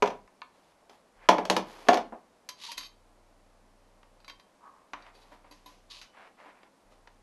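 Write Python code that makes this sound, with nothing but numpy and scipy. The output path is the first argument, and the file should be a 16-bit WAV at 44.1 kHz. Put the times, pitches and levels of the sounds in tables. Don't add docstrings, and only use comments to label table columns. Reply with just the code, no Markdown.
import sys
import numpy as np
from scipy import signal
from scipy.fft import rfft, irfft, next_fast_len
from scipy.io import wavfile
from scipy.ndimage import uniform_filter1d

SR = 44100
rng = np.random.default_rng(int(sys.argv[2]) if len(sys.argv) > 2 else 0)


def log_audio(samples):
    frames = np.atleast_2d(samples).T
    limited = np.clip(frames, -1, 1)
    pcm = np.round(limited * 32767).astype(np.int16)
    wavfile.write(sys.argv[1], SR, pcm)


N = 318402
TIME = np.arange(N) / SR
RING_TIME = TIME[:SR // 2]

# (frequency [Hz], relative level [dB])
VENT_SPECTRUM = [(25, -8), (60, -6.5), (135, -11), (195, 0.5), (400, -3), (560, 0.5), (1050, -4),
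                 (1350, -9.5), (3200, -18), (5000, -19), (12000, -25.5)]
# (on [s], off [s])
HUM_ON_OFF = [(0, .27), (1.16, 2.16), (2.76, 4.39), (4.93, 6.06), (6.85, 7.22)]
# (harmonic number, level [dB])
HUM_PARTIALS = [(1, -64.5), (3, -73.5), (5, -89)]
# (frequency [Hz], t60 [s])
ROOM_DECAY = [(150, 0.49), (400, 0.25), (1000, 0.28), (4000, 0.24), (11000, 0.17)]

# (time [s], swell [s], hold [s], level [dB])
BRUSH_STROKES = [(.5, 0.055, 0.17, -67.5), (.89, 0.012, 0.054, -60.5), (1.62, 0.063, .2, -50),
                 (5.11, 0.044, 0.13, -61), (5.28, 0.044, 0.023, -61), (5.67, .02, .05, -64.5),
                 (6.88, 0.044, .01, -62)]
# (time [s], swell [s], hold [s], level [dB])
RUB_STROKES = [(1.1, 0.15, 0.0083, -55), (4.96, .015, 0.067, -57), (5.045, 0.015, 0.034, -57),
               (6.1, 0.076, 0.1, -53.5), (6.35, 0.048, 0.11, -55), (6.535, .02, 0.11, -64)]
# (time [s], swell [s], hold [s], level [dB])
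DRAG_STROKES = [(4.59, 0.051, 0.042, -50.5), (4.69, 0.047, .12, -60.5)]
# (time [s], swell [s], hold [s], grit [dB], ring [dB])
SCRAPE_STROKES = [(2.548, .1, 0.085, -43, -55), (2.77, 0.0054, .09, -49.5, -46),
                  (5.129, 0.025, 0.0082, -66, -66), (5.2, 0.02, 0.011, -68, -69),
                  (5.89, 0.017, 0.093, -49, -59)]
# (frequency [Hz], relative level [dB])
BRUSH_SPECTRUM = [(150, -21.5), (300, -4.5), (950, 1), (1500, -8.5), (4700, -15), (6500, -20.5),
                  (8500, -27), (12000, -23)]
RUB_SPECTRUM = [(120, -33.5), (300, -10), (750, 3.5), (1400, -1), (2200, -2.5), (3500, -15), (5000, -22),
                (7000, -31), (12000, -38.5)]
DRAG_SPECTRUM = [(150, -27), (600, -15), (850, -7), (1120, 2), (1270, -5), (1380, -20), (1600, -13),
                 (1800, -20.5), (4000, -46)]
SCRAPE_SPECTRUM = [(300, -19), (700, -25), (1000, 4), (1400, -11.5), (2400, -2), (3300, 2.5), (4500, 4),
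                   (5600, -4), (6600, -6.5), (8600, -19), (9600, -12), (11500, -21)]

# (frequency [Hz], relative level [dB])
CRACK_SPECTRUM = [(100, -46), (300, -24), (600, -5), (1100, 1), (2400, 2.5), (3600, -2.5), (6200, -7),
                  (7500, -18), (8800, -23.5), (10500, -24), (11400, -20), (13000, -30.5)]
# (frequency [Hz], relative level [dB])
THUD_SPECTRUM = [(90, -41), (170, -12), (400, -2), (700, 0), (1050, -5), (1400, -17), (2200, -24),
                 (5000, -50)]
# (frequency [Hz], t60 [s], relative peak [dB])
CATCH_MODES = [(940, 0.1, 1), (1026, 0.11, 3.5), (1140, 0.061, -1), (1250, 0.084, -4), (1460, 0.034, -10),
               (1760, 0.064, -5.5), (2200, 0.077, -11.5), (2710, 0.044, -12.5)]
PLATTER_MODES = [(1000, .12, -9), (1104, .13, -3), (2070, .1, -7), (2540, .07, -7), (3150, .18, -2),
                 (3720, .06, -4), (3980, .1, 3), (4180, .06, -4), (4630, .09, 2), (4800, .1, -3),
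                 (5310, .12, -12), (5620, .08, -11), (6370, .11, -7), (7860, .08, -21), (9320, .05, -19),
                 (11330, .07, -11)]
CASE_MODES = [(202, 0.23, -7), (292.5, 0.28, 5), (476, .12, -9), (577, 0.17, -0.5), (763, 0.1, -2.5),
              (931, 0.2, 2.5), (1010.4, .16, 7), (1120, 0.22, -1.5), (1700, 0.11, -25), (2128, 0.062, -21)]
# (time [s], ring [dB], tick [dB])
CATCH_FLAPS = [(0.277, -58.5, -66), (0.418, -40.5, -47.5), (4.938, -40, -60)]
TOUCH_KINDS = {"rim": (-4.5, -2.5, 0.06, 5.5, -11.5), "spindle": (-3, -3.5, 0.06, -1, -19),
               "tick": (-4.5, -5, 0.03, -.5, -22), "snap": (-10, -4, 0.18, 2.5, -23),
               "press": (-6.5, -5.5, 0.5, 5, -1), "deck": (-23, -1, .028, -5, -8),
               "soft": (-17, -1, 0.3, -8.5, -1)}
# (time [s], touch, level [dB])
PLATTER_TAPS = [(2.489, "rim", -37), (2.716, "rim", -39), (2.778, "rim", -35), (2.809, "tick", -44.5),
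                (2.831, "tick", -47), (4.030, "deck", -58), (4.202, "tick", -62.5), (4.2451, "tick", -53),
                (4.2796, "spindle", -44), (4.297, "spindle", -44), (4.397, "tick", -56),
                (4.934, "deck", -36.5), (5.0224, "tick", -57.5), (5.0653, "deck", -53),
                (5.318, "soft", -51.5), (5.4434, "soft", -54), (5.511, "press", -50.5),
                (5.523, "tick", -54), (5.660, "press", -47.5), (6.0135, "snap", -43),
                (6.4007, "deck", -57.5), (6.457, "soft", -51), (6.631, "deck", -55.5),
                (7.073, "deck", -51.5)]
# (time [s], frequency [Hz], rise [s], t60 [s], level [dB])
PLATTER_NOTES = [(2.68, 938, 0.014, 0.12, -41.5), (2.679, 3145, 0.042, 0.2, -46.5),
                 (6.013, 2986, .003, 1, -57.5)]
# (frequency [Hz], t60 [s], hinge [dB], corner [dB], edge [dB], face [dB])
LID_MODES = [(189.8, 0.27, 19.5, 32, 31.7, 10), (265, 0.08, 16, 15, 18, 28), (321, 0.22, 15, 36, 33, 35),
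             (413, 0.08, 34.5, 21, 25, 32), (452, 0.14, 30.5, 22, 27, 24), (525, 0.089, 23, 12, 19, 27),
             (587.6, 0.16, 27, 35, 30, 38), (683, 0.083, 26, 37, 12, 44), (721, 0.058, 29, 31, 27, 42),
             (855, 0.18, 27, 41, 31.9, 35), (927, 0.04, 27.5, 34, 25.7, 25),
             (1002.6, .06, 34.5, 40, 30, 25), (1093, 0.037, 24, 21, 11.3, 18),
             (1236, 0.022, 21.5, 23, 17.6, 17), (1393, 0.07, 19.5, 23, 15, 28),
             (1504, 0.056, 15, 13, 5.6, 25), (1730, .05, 6, 14, 18, 28)]
LID_SPOTS = ["hinge", "corner", "edge", "face"]
# (time [s], spot, level [dB], hardness as treble tilt [dB/octave])
LID_BLOWS = [(0.0232, "hinge", -14.5, -2.5), (0.058, "hinge", -30.5, -0.4), (0.074, "hinge", -30.5, 0),
             (0.103, "hinge", -39.5, 0.5), (0.895, "hinge", -53.5, 4), (1.288, "corner", -8.5, -0.7),
             (1.305, "corner", -23, -9), (1.328, "edge", -23, -6.5), (1.3824, "edge", -22, -2.8),
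             (1.452, "edge", -34, 3), (1.4987, "edge", -18, 3.5), (1.5648, "edge", -21, 2),
             (1.869, "face", -39, -2.5), (1.8855, "face", -9.5, -1.35), (1.9314, "face", -18.5, -2),
             (1.942, "face", -25.5, 1.5), (1.972, "face", -27, 0), (2.122, "face", -36.5, -24)]


def undb(db):
    return 10 ** (np.asarray(db) / 20)


def unit(x):
    return x / np.sqrt(np.mean(x ** 2))


def at_level(x, db):
    return x * undb(db) * np.sqrt((SR // 100) / np.sum(x ** 2))


def add(track, start_s, x):
    start = max(int(start_s * SR), 0)
    track[start:start + len(x)] += x[:N - start]


def along(points, hz):
    point_hz, value = np.transpose(points)
    return np.interp(np.log(np.maximum(hz, 1)), np.log(point_hz), value)


def colour(x, spectrum, tilt=0):
    size = next_fast_len(len(x) + 4096) * 2
    hz = np.arange(size // 2 + 1) * SR / size
    db = along(spectrum, hz) + tilt * np.log2(np.maximum(hz, 100))
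    cepstrum = irfft(db * np.log(10) / 20)
    cepstrum[1:size // 2] *= 2
    cepstrum[size // 2 + 1:] = 0
    return irfft(rfft(x, size) * np.exp(rfft(cepstrum)))[:len(x)]


def fade(t60):
    return np.exp(-np.log(1000) * RING_TIME / max(t60, 1e-3))


def ventilation(level_db=-64.5):
    return undb(level_db) * unit(colour(rng.standard_normal(N), VENT_SPECTRUM))


def hum(fundamental_hz=30):
    running = sum(1. * ((TIME > on) & (TIME < off)) for on, off in HUM_ON_OFF)
    gate = uniform_filter1d(running, size=900)
    tone = sum(undb(db) * unit(np.sin(2 * np.pi * k * fundamental_hz * TIME)) for k, db in HUM_PARTIALS)
    return gate * tone


def room(x, wet_db, delay_s):
    size = len(RING_TIME)
    noise = rfft(rng.standard_normal(size))
    hz = np.arange(len(noise)) * SR / size
    octave = np.log2(np.clip(hz, 125, 16000) / 125)
    tail = 0
    for k in range(8):
        band = irfft(noise * np.maximum(1 - abs(octave - k), 0), size)
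        tail = tail + band * fade(along(ROOM_DECAY, 125 * 2 ** k))
    tail *= np.clip(RING_TIME / delay_s - .5, 0, 1)
    tail /= np.sqrt(np.sum(tail ** 2))
    return x + undb(wet_db) * signal.fftconvolve(x, tail)[:N]


def ring(modes, column=0, tilt=0, scatter_db=0):
    out = 0
    for k, (hz, t60, *peaks_db) in enumerate(modes):
        detune, scatter = rng.standard_normal(2)
        swing = np.sin(2 * np.pi * hz * (1 + .004 * detune) * RING_TIME)
        peak_db = peaks_db[column] + tilt * np.log2(hz) + scatter_db * scatter
        amplitude = undb(peak_db) / t60
        out = out + (-1) ** k * amplitude * fade(t60) * swing
    return out


def crack(tilt, snap_t60, tail_t60, tail_db, rise_s):
    decay = fade(snap_t60) + undb(tail_db) * fade(tail_t60)
    attack = np.minimum(RING_TIME / rise_s, 1)
    return colour(rng.standard_normal(len(RING_TIME)) * decay * attack, CRACK_SPECTRUM, tilt)


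def thud(t60):
    return colour(rng.standard_normal(len(RING_TIME)) * fade(t60), THUD_SPECTRUM)


def slips(per_s, spread_db):
    slipping = rng.random(N) < per_s / SR
    return slipping * rng.standard_normal(N) * undb(spread_db * rng.standard_normal(N))


def pressure(strokes, sag_db_per_s, release_t60):
    out = 0
    for start, swell, hold, db in strokes:
        held = np.maximum(TIME - start - swell, 0)
        released = np.maximum(held - hold, 0)
        rise = np.clip((TIME - start) / swell, 0, 1) ** 2
        release = np.exp(-np.log(1000) * released / release_t60)
        out = out + rise * undb(db - sag_db_per_s * held) * release
    return out


def friction():
    grit = slips(per_s=5500, spread_db=1)
    singing = unit(signal.fftconvolve(grit, ring(PLATTER_MODES))[:N])
    scrape = unit(colour(grit, SCRAPE_SPECTRUM))
    rub = unit(colour(slips(per_s=9500, spread_db=0), RUB_SPECTRUM))
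    brush = unit(colour(slips(per_s=7000, spread_db=0.5), BRUSH_SPECTRUM))
    drag = unit(colour(slips(per_s=3000, spread_db=0.3), DRAG_SPECTRUM))
    grit_strokes = [(*timing, grit_db) for *timing, grit_db, _ in SCRAPE_STROKES]
    ring_strokes = [(*timing, ring_db) for *timing, _, ring_db in SCRAPE_STROKES]
    return (scrape * pressure(grit_strokes, sag_db_per_s=68, release_t60=0.11)
            + singing * pressure(ring_strokes, sag_db_per_s=73, release_t60=0.13)
            + rub * pressure(RUB_STROKES, sag_db_per_s=25, release_t60=0.15)
            + brush * pressure(BRUSH_STROKES, sag_db_per_s=15, release_t60=0.17)
            + drag * pressure(DRAG_STROKES, sag_db_per_s=40, release_t60=0.13))


def catch():
    out = np.zeros(N)
    for start, ring_db, tick_db in CATCH_FLAPS:
        add(out, start, at_level(ring(CATCH_MODES), ring_db))
        tick = crack(tilt=-3.5, snap_t60=0.0039, tail_t60=0.046, tail_db=-33, rise_s=0.0003)
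        add(out, start, at_level(tick, tick_db))
    return out


def platter():
    out = np.zeros(N)
    for start, touch, db in PLATTER_TAPS:
        ring_db, crack_db, snap_t60, tilt, case_db = TOUCH_KINDS[touch]
        metal = ring(PLATTER_MODES, tilt=tilt - 1.2, scatter_db=3)
        contact = crack(tilt, snap_t60, tail_t60=1.7 * snap_t60, tail_db=-17, rise_s=0.00065)
        case = ring(CASE_MODES, scatter_db=4.5)
        add(out, start, at_level(metal, db + ring_db))
        add(out, start, at_level(contact, db + crack_db))
        add(out, start, at_level(case, db + case_db))
    for start, hz, rise, t60, db in PLATTER_NOTES:
        swell = np.minimum(RING_TIME / rise, 1) ** 2
        note = swell * fade(t60) * np.sin(2 * np.pi * hz * RING_TIME)
        add(out, start, at_level(note, db))
    return out


def lid(ring_above_db=-22.5, radiation_hz=134):
    out = np.zeros(N)
    for start, spot, db, tilt in LID_BLOWS:
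        shell = ring(LID_MODES, column=LID_SPOTS.index(spot))
        shell_db = 0.51 * (db - ring_above_db)
        body = at_level(shell, shell_db) + at_level(thud(t60=0.18), 0)
        contact = crack(tilt, snap_t60=0.02, tail_t60=0.12, tail_db=-12.5, rise_s=0.001)
        crack_db = db - 9 + 1.2 * tilt
        add(out, start, at_level(body, db))
        add(out, start, at_level(contact, crack_db))
    bass_cut = signal.butter(3, radiation_hz, "high", fs=SR, output="sos")
    return signal.sosfilt(bass_cut, out)


def scene():
    clatter = room(lid() + catch(), wet_db=-9.5, delay_s=0.0048)
    handling = room(platter() + friction(), wet_db=-11, delay_s=0.0067)
    return (clatter + handling + ventilation() + hum())[None]


def record(dry, ceiling=0.9, top_hz=11900):
    rounded = dry / (1 + (dry / ceiling) ** 8) ** (1 / 8)
    treble_cut = signal.ellip(8, .2, 70, top_hz, fs=SR, output="sos")
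    return signal.sosfilt(treble_cut, rounded)


dry = scene()
out = record(dry)
log_audio(out)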